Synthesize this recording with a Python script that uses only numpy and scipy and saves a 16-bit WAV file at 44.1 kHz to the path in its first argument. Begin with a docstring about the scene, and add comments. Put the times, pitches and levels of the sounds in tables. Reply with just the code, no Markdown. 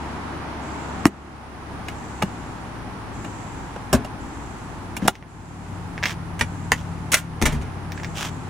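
"""Storage platforms are folded away under the rear seat of a parked truck; the seat is unlatched and dropped.
Plastic panels knock and scrape and the steel latch clacks: rough contacts ring fading tones and a short cab tail.
Leather creaks in small clicks; a sliding panel, a creak and a hand on the seat rub as crowds of tiny slips.
Through the open door come road noise and insects made of coloured noise, and idling engines made of sines.
A gain control turns everything down after hard blows."""
import sys
import numpy as np
from scipy import signal
from scipy.fft import rfft, irfft, next_fast_len
from scipy.io import wavfile
from scipy.ndimage import uniform_filter1d

SR = 44100
rng = np.random.default_rng(int(sys.argv[2]) if len(sys.argv) > 2 else 0)


def generate_wav(signal):
    """Clip the signal to [-1, 1] and save it as 16-bit WAV at the path in sys.argv[1]."""
    frames = np.transpose(np.atleast_2d(signal))
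    scaled = np.clip(frames, -1, 1) * 32767
    pcm = np.round(scaled).astype(np.int16)
    wavfile.write(sys.argv[1], SR, pcm)


N = 374618
T = np.arange(N) / SR
HZ = np.fft.rfftfreq(N, 1 / SR)
EDGE_HZ = 15900  # upper edge of the whole sound

# Loudness of the distant road. Each row: time in seconds, change of level in dB.
ROAD = [(0, 4), (.95, 4.5), (1.6, 0.6), (3.5, 0.65), (5.8, -2), (8.49, -0.54)]
# Colour of the outdoor air heard through the cab. Each row: frequency in Hz, relative level in dB.
AIR_COLOUR = [(25, -10.5), (70, 0), (130, 0), (290, -1.5), (400, -8.5), (550, -14), (850, -6.5),
              (1500, -15), (2200, -21.5), (3700, -30.5), (6000, -34.5), (8700, -45.5), (11500, -47.5),
              (15500, -51)]
# The cab rumble grows slowly.
RUMBLE_DB, RUMBLE_DB_PER_S = -3, 0.5

# One engine settles from a fast to a slow idle and fades.
FAST_IDLE_HZ, SLOW_IDLE_HZ, SETTLE_AT_S, SETTLE_S = 71.5, 58.7, 2.28, 0.206
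IDLE_DB, IDLE_FADE_DB_PER_S = -40, 1
# Another engine ends slower and louder than it began.
# Each row: time in seconds, engine cycle in Hz, level in dB before the offsets in DRONE.
FAR_IDLE = [(0, 19.5, -48), (3.1, 21.2, -43.5), (4.4, 19.4, -46), (5.9, 18.9, -37), (7.2, 18.42, -36),
            (8.49, 18.1, -38)]
# It drones on odd multiples of its cycle.
# Each row: multiple of the cycle, level offset in dB, extra dB for each dB above DRONE_FULL_DB.
DRONE = [(5, -0.5, 0), (7, -5.5, 1.5), (9, -1, 1.3)]
DRONE_FULL_DB = -36

# Buzzes of an insect in the trees. Each row: start in seconds, level in dB before it swells and flutters.
BUZZES = [(-.4, -58), (.61, -55.5), (1.93, -56), (3.125, -54.5), (4.19, -57), (5.27, -58.5), (6.4, -58.5),
          (7.937, -56)]
BUZZ_S = 0.91  # length of each buzz
# Colours of the buzz and of the chorus. Each row: frequency in Hz, relative level in dB.
BUZZ_COLOUR = [(100, -70), (5000, -24), (6300, -8), (7100, -5.5), (7900, -5), (8400, -22), (10000, -51)]
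CHORUS_COLOUR = [(100, -70), (8000, -7), (9200, -3), (9700, 2), (10150, -2), (10700, -16), (14000, -42)]

# Rubs and scrapes: a panel sliding, a creak, a hand on the seat.
# Each row: start in seconds, length in seconds, level in dB before it wavers.
RUBS = [(1.835, .115, -50.5), (4.995, 0.21, -47), (6.028, 0.12, -32.5), (6.732, .11, -44),
        (8.138, 0.17, -32)]
# Colour of the rubbing. Each row: frequency in Hz, relative level in dB.
RUB_COLOUR = [(150, -30), (600, -1), (1200, 2.5), (2000, -2), (3200, 2), (4300, -8.5), (6000, -3.5),
              (9000, -13.5), (12000, -19.5), (16000, -23)]
RUB_ATTACK_S, RUB_RELEASE_S = 0.041, 0.056

# Snaps of leather and trim. Each row: time in seconds, peak level in dB, brightness in dB an octave.
SNAPS = [(5.154, -17, 0.5), (5.226, -20.5, -7), (5.979, -16, -5.5), (6.028, -11, -6), (6.0335, -10.5, 0.5),
         (6.0384, -4, -1), (6.0566, -5, 0), (7.9206, -17.5, 4.5), (7.977, -20.5, -3.5), (7.999, -23, -6),
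         (8.034, -20, 0.5), (8.046, -17, 0)]
# Colour of the snaps. Each row: frequency in Hz, relative level in dB.
SNAP_COLOUR = [(100, -36), (600, -11), (1050, -5), (1350, -8), (1650, 4), (2100, 4), (2450, -0.5),
               (2900, -4), (3350, -7), (4300, -12), (5700, -7.5), (7500, -20), (10000, -34), (16000, -26.5)]
# The gripped cushion creaks on in a dying run of small snaps; brightness is in dB an octave.
CREAK_AT_S, CREAK_GAP_S, CREAK_DB, CREAK_FADE_DB_PER_S, CREAK_BRIGHT_DB = 6.063, 0.011, -17, 60, 1.2

# Blows and a short scrape of the plastic platforms.
# Each row: time in seconds, length of the contact's chatter in seconds,
# time in seconds for the cab tail to fade by 60 dB, pitch region favoured by the struck spot in Hz,
# strength in dB, weight of the bass in dB, brightness in dB an octave.
PLATFORM_CONTACTS = [(1.0543, 0.0039, 0.082, 297, -15, 11, -5.4),
                     (1.065, 0.0047, 0.042, 1800, -30, 12, 1.3), (1.884, 0.0036, .087, 2270, -39, -27, -4),
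                     (2.2195, 0.007, 0.035, 2350, -33.5, -10, -8.5),
                     (2.2235, 0.0036, .02, 824, -28.5, 0, -4.5),
                     (2.2325, .0025, 0.092, 175, -36.5, 11.5, -4.5),
                     (3.245, 0.0077, .081, 298, -40, -7, -7), (3.761, 0.0033, .05, 685, -43.5, 6, -9),
                     (3.9285, 0.012, 0.022, 670, -24.5, 5.5, -1.1),
                     (3.941, 0.015, 0.21, 70, -27.5, 14.5, -3.5), (4.046, .008, .11, 635, -41.5, 4, -4.5),
                     (4.966, .01, .061, 2430, -39, 3, -1), (5.019, 0.02, 0.14, 220, -40.5, 13, -9),
                     (5.049, 0.021, 0.12, 720, -41, 19.5, -6), (5.077, .0054, 0.039, 2790, -31.5, 3, 1),
                     (5.0805, 0.0041, 0.064, 627, -11, -3.5, -3.5)]
# Blows of the seat latch and frame. The columns are those of the platform contacts.
SEAT_BLOWS = [(6.392, .012, .094, 2390, -39.5, -11, -1), (6.41, 0.0043, 0.094, 2480, -24, -3.5, -4.5),
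              (6.7185, 0.0032, 0.079, 1250, -17, -10.5, -5), (7.118, .016, 0.28, 2610, -28.5, -10, 1.5),
              (7.133, 0.01, 0.11, 1280, -25.5, -13.5, -2.5), (7.1415, .009, 0.054, 2580, -17.5, -19, 0.15),
              (7.167, 0.026, .075, 1940, -32, -14, 0), (7.415, 0.0068, 0.055, 240, -30, 3.5, -3.6),
              (7.424, 0.0018, .17, 70, -25, 1.5, -3.2), (7.4545, 0.012, 0.21, 2220, -25, 3.5, -1),
              (7.522, 0.014, .1, 244, -40, 12, -3), (7.542, 0.024, 0.36, 70, -42.5, 13.5, -4),
              (7.613, 0.022, .6, 325, -42, 4, -5.3)]
# Ringing tones (modes) of the platforms and of the seat, before each contact varies them.
# Each row: frequency in Hz, relative level in dB, time in seconds to fade by 60 dB.
PLATFORM_MODES = [(56.9, -24, 1), (90, -12.5, 0.13), (199.3, -2, 0.13), (230, 4.5, 0.053),
                  (307.5, -1, 0.052), (381, -4, 0.1), (515, -12.5, 0.076), (626, -7.5, 0.079),
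                  (920, 4.5, 0.022), (1130, -48, 0.11), (1250, -9, 0.035), (1700, 9, 0.02),
                  (1760, -2, 0.062), (2270, -7, 0.03), (2680, -5, 0.068), (2870, 11, 0.051),
                  (3970, 6, 0.036), (5590, 19, 0.017), (6640, 4, .02), (9600, -21, .03)]
SEAT_MODES = [(33.7, 1, 0.33), (45, -18, 0.25), (67, 11, 0.17), (149, 2, 0.16), (238, 1.5, 0.15),
              (292, -6, 0.19), (368, -3.5, 0.12), (527, -20, .07), (830, -10, 0.077), (1140, -24, 0.063),
              (1444, -8, 0.17), (1680, -22, 0.056), (2050, -23, 0.072), (2170, -7, 0.025),
              (2440, -8, 0.063), (2640, -6, 0.064), (3320, -1, 0.064), (4170, -28, 0.096), (5905, 7, 0.095),
              (6600, 4, 0.094), (9750, 6, 0.1)]
# Plastic and padding shape every contact. Each row: frequency in Hz, relative level in dB.
SOFTNESS = [(20, -15), (35, 0.5), (95, 0), (135, -1.5), (190, -5), (7000, 9), (10500, -4), (13000, -11),
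            (16000, -14)]
# Centres of the six ranges of a contact in Hz: thud, boom, knock, clack, tick, fizz.
RANGES_HZ = [60, 230, 700, 2000, 5200, 11500]
# How much of a contact's weight each of the six ranges takes, from 0 to 1.
WEIGHT_SHARE = [1, 1, 0.25, 0.0054, 0.02, 0.013]
# Balance of a plain contact over the six ranges, in dB.
PLATFORM_BALANCE = [-11, 0, -0.5, 0, -1, 1.5]
SEAT_BALANCE = [0.5, 0.5, -2, 0, -.5, 1]
# Brightness tilts the spectrum above this frequency; the struck spot reaches this many octaves.
BRIGHT_FROM_HZ, SPOT_OCTAVES = 1890, 0.95

# Side over mid, outdoors and in the cab. Each row: frequency in Hz, change of the side in dB.
OUTDOOR_WIDTH = [(30, -1), (70, -5.5), (250, -13), (500, -6), (1000, -4), (2000, -1), (4000, 0),
                 (14000, 0.5)]
CAB_WIDTH = [(30, 0), (70, -11), (250, -19), (500, -17), (1000, -16), (2000, -10), (4000, -5), (8000, -8),
             (14000, 0.5)]
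# Lean of the whole scene. Each row: frequency in Hz, left over right in dB.
LEAN = [(30, -8), (100, 3.5), (250, 3), (1000, 0), (2000, -2.1), (8000, -0.1), (14000, 1)]


def amp(db):
    """Turns decibels into gain."""
    return 10 ** (np.asarray(db) / 20)


def evened(x):
    """Scales x to an rms of 1."""
    return x / np.sqrt(np.mean(x ** 2) + 1e-20)


def read(points, hz):
    """Reads a spectrum in dB, joined by straight lines on a log-frequency axis."""
    point_hz, db = np.transpose(points)
    return np.interp(np.log(hz + 1), np.log(point_hz + 1), db)


def curves(rows):
    """Draws each column of a timed table sample by sample."""
    s, *columns = np.transpose(rows)
    return [np.interp(T, s, column) for column in columns]


def add(mix, s, sound):
    """Mixes a two-channel sound in at s seconds."""
    part = mix[:, round(s * SR):][:, :sound.shape[1]]
    part += sound[:, :part.shape[1]]


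def causal(db):
    """Minimum-phase response of a gain curve: its sound comes at and after the blow, not ahead of it."""
    mirrored = np.concatenate([db, db[-2:0:-1]])
    log_gain = np.log(amp(mirrored))
    return np.exp(np.conj(signal.hilbert(log_gain)))[:len(db)]


def coloured(x, colour):
    """Gives x a spectrum, at an rms of 1."""
    size = next_fast_len(N)
    gain = amp(read(colour, np.fft.rfftfreq(size, 1 / SR)))
    return evened(irfft(rfft(x, size) * gain, size)[..., :N])


def drift(rate):
    """Random wandering of rms 1, with a new random value rate times a second."""
    return evened(np.interp(T * rate, np.arange(4000), rng.standard_normal(4000)))


def outdoors(level_db=-35, waver_db=0.7):
    """Road noise and cab rumble change level separately; the thin hiss above stays level."""
    air = amp(level_db) * coloured(rng.standard_normal((2, N)), AIR_COLOUR)
    low = signal.sosfiltfilt(signal.butter(2, 210, fs=SR, output="sos"), air)
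    below_hiss = signal.sosfiltfilt(signal.butter(2, 7000, fs=SR, output="sos"), air)
    road_db = curves(ROAD)[0]
    rumble_db = RUMBLE_DB + RUMBLE_DB_PER_S * T + waver_db * drift(8.1)
    rumble = low * amp(rumble_db)
    road = (below_hiss - low) * amp(road_db)
    hiss = air - below_hiss
    return rumble + road + hiss


def engines(second_db=-8, waver_db=1.33, wobble=0.0034):
    """Two idling engines, heard as a few low harmonics whose pitch and level waver."""
    settled = (1 + np.tanh((T - SETTLE_AT_S) / SETTLE_S)) / 2
    near_hz = FAST_IDLE_HZ + (SLOW_IDLE_HZ - FAST_IDLE_HZ) * settled
    near_db = IDLE_DB - IDLE_FADE_DB_PER_S * T
    near_angle = 2 * np.pi * np.cumsum(near_hz * (1 + wobble * drift(6))) / SR
    far_hz, far_db = curves(FAR_IDLE)
    far_angle = 2 * np.pi * np.cumsum(far_hz * (1 + wobble * drift(6))) / SR
    harmonics = [(near_angle, near_db), (2 * near_angle, near_db + second_db)]
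    for multiple, own_db, extra in DRONE:
        level_db = far_db + own_db + extra * (far_db - DRONE_FULL_DB)
        harmonics.append((round(multiple) * far_angle, level_db))
    # the root of two makes each level an rms level
    return np.sqrt(2) * sum(amp(db + waver_db * drift(8.4)) * np.sin(angle) for angle, db in harmonics)


def insects(chorus_db=-63, rise_s=0.025, fade_s=0.64):
    """One insect buzzes about once a second, swelling and fading, over a steady, higher chorus."""
    song = np.zeros(N)
    for s, db in BUZZES:
        rise = np.clip((T - s) / rise_s, 0, 1) ** 0.5
        fade = np.clip((s + BUZZ_S - T) / fade_s, 0, 1)
        song += amp(db) * rise * fade
    flutter = amp(drift(220))
    buzz = song * flutter * coloured(rng.standard_normal((2, N)), BUZZ_COLOUR)
    chorus = amp(chorus_db) * coloured(rng.standard_normal((2, N)), CHORUS_COLOUR)
    return buzz + chorus


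def rubs(slips_per_s=450, hiss_db=-20):
    """Crowds of tiny slips between rubbing surfaces, which catch and let go in clumps."""
    slips = (rng.random(N) < slips_per_s / SR) * rng.standard_normal((2, N))
    strokes = np.zeros(N)
    for s, length, db in RUBS:
        attack = (T - s) / RUB_ATTACK_S
        release = (s + length - T) / RUB_RELEASE_S
        strokes += amp(db) * np.clip(np.minimum(attack, release), 0, 1)
    pressure = strokes * amp(2 * drift(110))
    hiss = amp(hiss_db) * rng.standard_normal((2, N))
    return pressure * coloured(slips + hiss, RUB_COLOUR)


def creak(count=6, uneven=0.25, scatter_db=-2.0):
    """A run of snaps at uneven gaps, tending to weaken; returns rows like those of SNAPS."""
    jitter, size = rng.standard_normal((count, 2)).T
    after_s = CREAK_GAP_S * (np.arange(count) + uneven * jitter)
    peak_db = CREAK_DB - CREAK_FADE_DB_PER_S * after_s + scatter_db * size
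    return [(CREAK_AT_S + s, db, CREAK_BRIGHT_DB) for s, db in zip(after_s, peak_db)]


def snaps(tail_db=-25, tail_t60=0.08):
    """Leather sticks and lets go: single clicks with a brief tail from the cab."""
    out = np.zeros((2, N))
    t = np.arange(2 ** 12) / SR
    hz = np.fft.rfftfreq(len(t), 1 / SR)
    for s, db, bright in [*SNAPS, *creak()]:
        click = amp(tail_db) * rng.standard_normal((2, len(t))) * amp(-60 * t / tail_t60)
        click[0, 0] += 1
        colour_db = read(SNAP_COLOUR, hz) + bright * np.log2((hz + 100) / 2500)
        click = irfft(rfft(click) * causal(colour_db))
        add(out, s, amp(db) * click / abs(click[0]).max())
    return out


def bending(hz, lag_s=0.000593):
    """In a panel the treble travels faster than the bass, which smears each contact a little."""
    return np.exp(-2j * np.pi * lag_s * np.sqrt(hz * EDGE_HZ))


def range_levels(balance, spot_hz, strength_db, weight_db, bright_db, favour_db=6):
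    """Weight swells the bass of a contact, hardness its treble, and the struck spot its own region."""
    hz = np.array(RANGES_HZ)
    tilt = bright_db * np.maximum(np.log2(hz / BRIGHT_FROM_HZ), 0)
    favoured = favour_db * np.exp(-(np.log2(hz / spot_hz) / SPOT_OCTAVES) ** 2)
    return strength_db + np.array(balance) + weight_db * np.array(WEIGHT_SHARE) + tilt + favoured


def rough_contact(t, chatter_s, snap_s, chatter_hz):
    """A sharp first touch and its chatter: the longer the chatter, the less the touch stands out."""
    chatter = rng.standard_normal((2, len(t))) * rng.exponential(1, (2, len(t)))
    chatter *= np.exp(-(t / chatter_s) ** 2)
    # keep the chatter out of the bass, which the first touch drives
    chatter = signal.lfilter(*signal.butter(1, chatter_hz, "high", fs=SR), chatter)
    contact = chatter_s / snap_s * chatter / np.linalg.norm(chatter, axis=1, keepdims=True)
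    contact[0, 0] += 1
    return contact


def ringing(t, modes, stray):
    """Fading sines of the struck part; each contact varies their levels and pitches by chance."""
    mode_hz, mode_db, mode_t60 = np.transpose(modes)[:, :, None]
    level = amp(mode_db + rng.standard_normal(mode_hz.shape))
    pitch = mode_hz * (1 + stray * rng.standard_normal(mode_hz.shape))
    ring = (level * amp(-60 * t / mode_t60) * np.sin(2 * np.pi * pitch * t)).sum(0)
    return ring / np.linalg.norm(ring)


def cab_tail(t, t60, first_db, cabin_db, cabin_rise, treble_hz):
    """Direct sound and a dense tail; upholstery swallows the treble no later than the bass."""
    echoes = rng.standard_normal((2, len(t))) * (1 - np.exp(-t / cabin_rise))
    low = signal.lfilter(*signal.butter(1, treble_hz, fs=SR), echoes)
    tail = low * amp(-60 * t / t60) + (echoes - low) * amp(-60 * t / min(t60, 0.08))
    air = amp(cabin_db) * tail / np.linalg.norm(tail, axis=1, keepdims=True)
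    air[:, 0] += amp(first_db)
    return air


def contacts(rows, modes, balance, first_db, cabin_db, cabin_rise, snap_s, stray, treble_hz, spot_db, chatter_hz):
    """Each rough contact rings the modes and the padded cab, in mid and side."""
    out = np.zeros((2, N))
    t = np.arange(2 ** 14) / SR
    hz, centres = np.fft.rfftfreq(len(t), 1 / SR), np.array(RANGES_HZ)
    band = np.searchsorted(np.sqrt(centres[1:] * centres[:-1]), hz)
    soft = causal(read(SOFTNESS, hz)) * bending(hz)
    fade_out = np.minimum(1, 2 * (1 - t / t[-1]))
    for s, chatter_s, t60, spot_hz, *force in rows:
        levels_db = range_levels(balance, spot_hz, *force)
        contact = rough_contact(t, chatter_s, snap_s, chatter_hz)
        ring = ringing(t, modes, stray)
        air = cab_tail(t, t60, first_db, cabin_db, cabin_rise, treble_hz)
        spectrum = soft * rfft(contact) * (rfft(ring) + rfft(air))
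        spectrum *= causal(spot_db * np.exp(-(np.log2((hz + 1) / spot_hz) / 0.36) ** 2))
        # pull each range towards its level; a second pass comes closer, as neighbouring ranges interact
        for _ in range(2):
            for k in range(2):
                energy = np.bincount(band, abs(spectrum[k]) ** 2 * (hz < EDGE_HZ)) * 2 / len(t)
                power = energy / (0.02 * SR)  # as if spread over 20 ms
                change_db = levels_db - 10 * np.log10(power)
                spectrum[k] *= causal(read(list(zip(centres, change_db)), hz))
        add(out, s, irfft(spectrum) * fade_out)
    return out


def platform_contacts():
    """Plastic panels knock and briefly scrape, exciting the platform modes and the cab."""
    return contacts(PLATFORM_CONTACTS, PLATFORM_MODES, PLATFORM_BALANCE, first_db=6, cabin_db=2.5,
                    cabin_rise=0.00065, snap_s=0.002, stray=0.0092, treble_hz=1200, spot_db=8, chatter_hz=564)


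def seat_blows():
    """The steel latch and seat frame clack, exciting the seat modes and the cab."""
    return contacts(SEAT_BLOWS, SEAT_MODES, SEAT_BALANCE, first_db=4, cabin_db=1.5,
                    cabin_rise=0.0011, snap_s=0.0025, stray=0.0138, treble_hz=2540, spot_db=2, chatter_hz=201)


def scene():
    """Adds all sources as mid and side, then spreads them to left and right."""
    cab = platform_contacts() + seat_blows() + snaps() + rubs()
    outside = outdoors() + insects()
    mid = rfft(cab[0] + outside[0] + engines())
    cab_side = rfft(cab[1]) * amp(read(CAB_WIDTH, HZ))
    outside_side = rfft(outside[1]) * amp(read(OUTDOOR_WIDTH, HZ))
    side = cab_side + outside_side
    lean = amp(read(LEAN, HZ) / 2)
    return irfft(np.array([(mid + side) * lean, (mid - side) / lean]), N)


def record(dry, threshold_db=-9, slope=1.0, most_db=11, recovery_db=16):
    """Hard blows pull the gain down; it creeps back by recovery_db a second, and peaks over 1 clip."""
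    power_db = 10 * np.log10(abs(uniform_filter1d((dry ** 2).mean(0), size=176)) + 1e-12)  # over 4 ms
    wanted_db = np.clip(slope * (power_db - threshold_db), 0, most_db)
    # hold the deepest duck so far, let go at a steady rate
    creep = T * recovery_db
    duck_db = np.maximum.accumulate(wanted_db + creep) - creep
    lag = np.exp(-1 / (0.0012 * SR))  # the gain follows within about 1.2 ms
    smooth_db = signal.lfilter([1 - lag], [1, -lag], duck_db)
    ducked = np.clip(dry / amp(smooth_db), -1, 1)
    lowpass = signal.firwin(511, EDGE_HZ, window=("kaiser", 8), fs=SR)
    return signal.oaconvolve(ducked, lowpass[None], "same")


dry = scene()
out = record(dry)
generate_wav(out)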